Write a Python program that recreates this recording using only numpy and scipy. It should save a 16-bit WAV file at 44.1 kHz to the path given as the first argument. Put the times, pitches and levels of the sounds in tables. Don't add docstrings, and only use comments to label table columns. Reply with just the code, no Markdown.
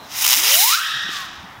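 import sys
import numpy as np
from scipy import signal
from scipy.fft import rfft, irfft
from scipy.io import wavfile
from scipy.ndimage import map_coordinates

SR = 44100
rng = np.random.default_rng(int(sys.argv[2]) if len(sys.argv) > 2 else 0)


def inscribe(sig):
    pcm = np.round(np.clip(np.atleast_2d(sig).T, -1, 1) * 32767)
    wavfile.write(sys.argv[1], SR, pcm.astype(np.int16))


N = 70560

# t/s, f/Hz
SPIN_RATE = [(0, 5), (.2, 20), (.235, 38), (.285, 85), (.31, 135), (.345, 118), (.376, 270), (.416, 356),
             (.47, 456), (.526, 557), (.618, 795), (.7, 1105), (.745, 1400), (.775, 1720), (.815, 1920),
             (.87, 1880), (.97, 1560), (1.09, 1260), (1.24, 1070), (1.6, 700)]
# t/s, level/dB, treble trim/dB
JET_LEVEL = [(0, -52, -2), (.085, -41.5, -10.5), (.12, -30.5, -7.5), (.19, -22.5, 0), (.222, -19, 1.5),
             (.25, -14.5, 0), (.305, -14.5, 1.5), (.335, -9, -5), (.357, -18.5, 4), (.375, -14, -0.5),
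             (.412, -20, 0.5), (.44, -13.5, -4.5), (.505, -12, -3.5), (.545, -13.5, 2), (.575, -17, 4),
             (.63, -15, 3.5), (.655, -20, 4), (.7, -14, -2), (.745, -14.5, -7), (.78, -22.5, -6.5),
             (.84, -31, -4.5), (.95, -32.5, -12.5), (1.08, -36.5, -16), (1.135, -28, -14), (1.19, -28, -15),
             (1.24, -35, -10.5), (1.3, -41.5, -19), (1.6, -54.5, -14)]
# t/s, swing either way/dB
JET_SWING = [(.18, 0), (.25, 5), (.34, 4.5), (.38, 9), (.45, -1.5), (.6, -2.5), (.75, 12), (1.0, 32)]
# f/Hz, level/dB
JET_EQ = [(100, -45), (300, -20), (580, -11), (950, -2), (1650, -6.5), (2000, 0), (3000, 0.5), (4000, 1),
          (4350, -6), (5100, 4), (6600, 1.5), (8100, -5.5), (9500, -1.5), (11500, -3.5), (13000, -4),
          (14200, 1.5), (15400, 0.5), (16500, -17)]
# t/s, level/dB
WHIRR_DIRECT = [(0, -90), (.35, -66), (.376, -43), (.46, -44), (.526, -34), (.61, -30), (.64, -24),
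                (.67, -26), (.715, -24), (.742, -18), (.77, -31), (.81, -42), (1.065, -56), (1.105, -38),
                (1.17, -34), (1.24, -39), (1.27, -54), (1.6, -68)]
# t/s, level/dB
WHIRR_THROWN = [(0, -90), (.5, -60), (.69, -45), (.725, -33), (.76, -28.5), (.79, -31), (.83, -36.5),
                (.88, -41), (.97, -44), (1.04, -48), (1.25, -55), (1.6, -70)]
# multiple, direct level/dB, thrown level/dB
HARMONICS = [(1, 0, 0), (2, -15, -.5), (3, -24, -6), (4, -32, -22)]
# t/s, level/dB
POWDER_SPITS = [(.430, -13), (.4425, -10), (.4505, -13), (.4645, -8), (.480, -10), (.501, -7), (.517, -11),
                (.521, -11)]
# t/s, level/dB, f/Hz, half-width/s
WHISTLES = [(.25, -24, 2850, 0.013), (.54, -17, 2980, 0.017), (0.609, -22.5, 3950, 0.058),
            (0.729, -21, 3900, 0.03), (1.16, -38, 3500, 0.05)]
# t/s, level/dB
WALL_SEND = [(.52, -40), (.64, -13), (.69, -9), (.715, -15), (.74, -4), (.76, -2), (.78, -20), (.9, -30)]
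# f/Hz, level/dB
STREET_EQ = [(100, -16), (600, -10), (1100, -3), (1500, 0), (1900, 0), (2200, -7), (3000, -1), (3700, 0),
             (4400, -7), (5300, -3), (8000, -15), (15000, -24)]
# t/s, level/dB, f/Hz, rise and decay/s
AIR_BUMPS = [(.965, -38, 135, .011), (1.053, -35, 165, .008), (1.063, -39, 330, .004),
             (1.092, -29, 260, .0025), (1.40, -38, 85, .016), (1.444, -35, 165, .009),
             (1.584, -37, 100, .008)]
# f/Hz, level/dB
FUSE_EQ = [(120, -37), (200, 27), (755, 30.5), (858, 36), (1350, 2), (1710, 1), (4180, 29), (4580, -2),
           (7760, -12), (15500, 1)]
# f/Hz, level/dB
TOWN_EQ = [(20, -13), (50, -11), (100, -6), (170, -6), (300, -7.5), (480, -15), (800, -3), (1700, -7.5),
           (2200, -13), (4400, -35), (15500, -32.5)]

JET_LOW_CUT_HZ = 532


def undb(db):
    return 10 ** (np.asarray(db) / 20)


def unit(x):
    return x / np.sqrt(np.mean(x ** 2))


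def curve(table, column=1):
    rows = np.array(table, float)
    return np.interp(np.arange(N) / SR, rows[:, 0], rows[:, column])


def noise(eq):
    hz, db = np.array(eq, float).T
    f = np.maximum(np.fft.rfftfreq(N, 1 / SR), 1)
    gain = undb(np.interp(np.log(f), np.log(hz), db))
    return unit(irfft(rfft(rng.standard_normal(N)) * gain, N))


def lowpass(x, hz, order=3):
    return signal.sosfiltfilt(signal.butter(order, hz, fs=SR, output="sos"), x)


def waver(hz):
    return unit(signal.sosfilt(signal.butter(2, hz, fs=SR, output="sos"), rng.standard_normal(N)))


def jet(t, roar_end_s=.55, roar_fade_s=.023, sputter_db=1.5):
    turns = np.cumsum(curve(SPIN_RATE)) / SR
    turns -= np.interp(.248, t, turns)
    swing = np.log(undb(curve(JET_SWING)))
    beam = np.exp(swing * np.cos(2 * np.pi * turns))
    beam /= np.sqrt(np.i0(2 * swing))
    gas = noise(JET_EQ) * beam * undb(sputter_db * waver(610))
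    gas -= lowpass(gas, JET_LOW_CUT_HZ)
    roar = lowpass(gas, hz=1240, order=2)
    body = lowpass(gas, hz=6390)
    treble = (gas - body) * undb(curve(JET_LEVEL, column=2))
    near_ground = np.exp(-np.maximum(t - roar_end_s, 0) / roar_fade_s)
    return (roar * near_ground + (body - roar) + treble) * undb(curve(JET_LEVEL))


def whirr(wobble, column, flutter_db=2):
    pitch_hz = curve(SPIN_RATE) * (1 + wobble * waver(154))
    phase = 2 * np.pi * np.cumsum(pitch_hz) / SR
    tone = sum(undb(row[column]) * np.sin(row[0] * phase) for row in HARMONICS)
    return np.sqrt(2) * tone * undb(flutter_db * waver(119))


def spits(t, decay_s=.0003):
    envelope = sum(undb(db) * (t >= at) * np.exp(-np.abs(t - at) / decay_s) for at, db in POWDER_SPITS)
    cracks = envelope * noise(JET_EQ)
    return cracks - lowpass(cracks, JET_LOW_CUT_HZ)


def whistles(t, spread_hz=170):
    out = np.zeros(N)
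    for at, db, hz, width in WHISTLES:
        phase = 2 * np.pi * hz * t
        band = waver(spread_hz) * np.sin(phase) + waver(spread_hz) * np.cos(phase)
        out += undb(db) * np.exp(-((t - at) / width) ** 2) * band
    return out


def paving_bounce(hiss, t, lift_s=.503, level_db=-6.5):
    lag_s = .00012 + .0098 * np.maximum(t - lift_s, 0)
    airborne = np.clip((t - lift_s) / .014, 0, 1)
    return undb(level_db) * airborne * map_coordinates(hiss, [(t - lag_s) * SR], mode="nearest")


def wall_slap(tone, t, delay_s=.046):
    return np.interp(t - delay_s, t, tone * undb(curve(WALL_SEND)))


def street_echoes(send, t, hold_s=.21, body_t60_s=1.1, treble_t60_s=.6):
    scatter = noise(STREET_EQ)
    body = lowpass(scatter, hz=7500)
    tail = body * undb(-60 * np.maximum(t - hold_s, 0) / body_t60_s)
    tail += (scatter - body) * undb(-60 * t / treble_t60_s)
    tail *= np.clip((t - .012) / .04, 0, 1)
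    return signal.fftconvolve(send, tail / np.sqrt(np.sum(tail ** 2)))[:N]


def air_bumps(t, wander=.25):
    out = np.zeros(N)
    for at, db, hz, decay in AIR_BUMPS:
        phase = 2 * np.pi * np.cumsum(hz * (1 + wander * waver(161))) / SR
        out += undb(db) * np.exp(-np.abs(t - at) / decay) * np.sin(phase)
    return out


def fuse(t, level_db=-43.5, end_s=.059, fade_s=.027):
    return noise(FUSE_EQ) * undb(level_db) * np.exp(-np.maximum(t - end_s, 0) / fade_s)


def town(t, level_db=-42, dip_db=-13, dip_s=.735, width_s=.15):
    dip = np.exp(-((t - dip_s) / width_s) ** 2)
    return noise(TOWN_EQ) * undb(level_db + dip_db * dip)


def scene():
    t = np.arange(N) / SR
    gas = jet(t)
    hiss = gas + paving_bounce(gas, t) + spits(t) + whistles(t)
    direct = whirr(wobble=.012, column=1) * undb(curve(WHIRR_DIRECT))
    thrown = whirr(wobble=.02, column=2) * undb(curve(WHIRR_THROWN))
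    echoes = wall_slap(direct, t) + street_echoes(thrown + undb(-20) * hiss, t)
    return (hiss + direct + echoes + air_bumps(t) + fuse(t) + town(t))[None]


def record(dry, ceiling=1.1, top_hz=15750):
    rounded = ceiling * np.tanh(dry / ceiling)
    return signal.sosfilt(signal.ellip(10, .2, 80, top_hz, fs=SR, output="sos"), rounded)


dry = scene()
out = record(dry)
inscribe(out)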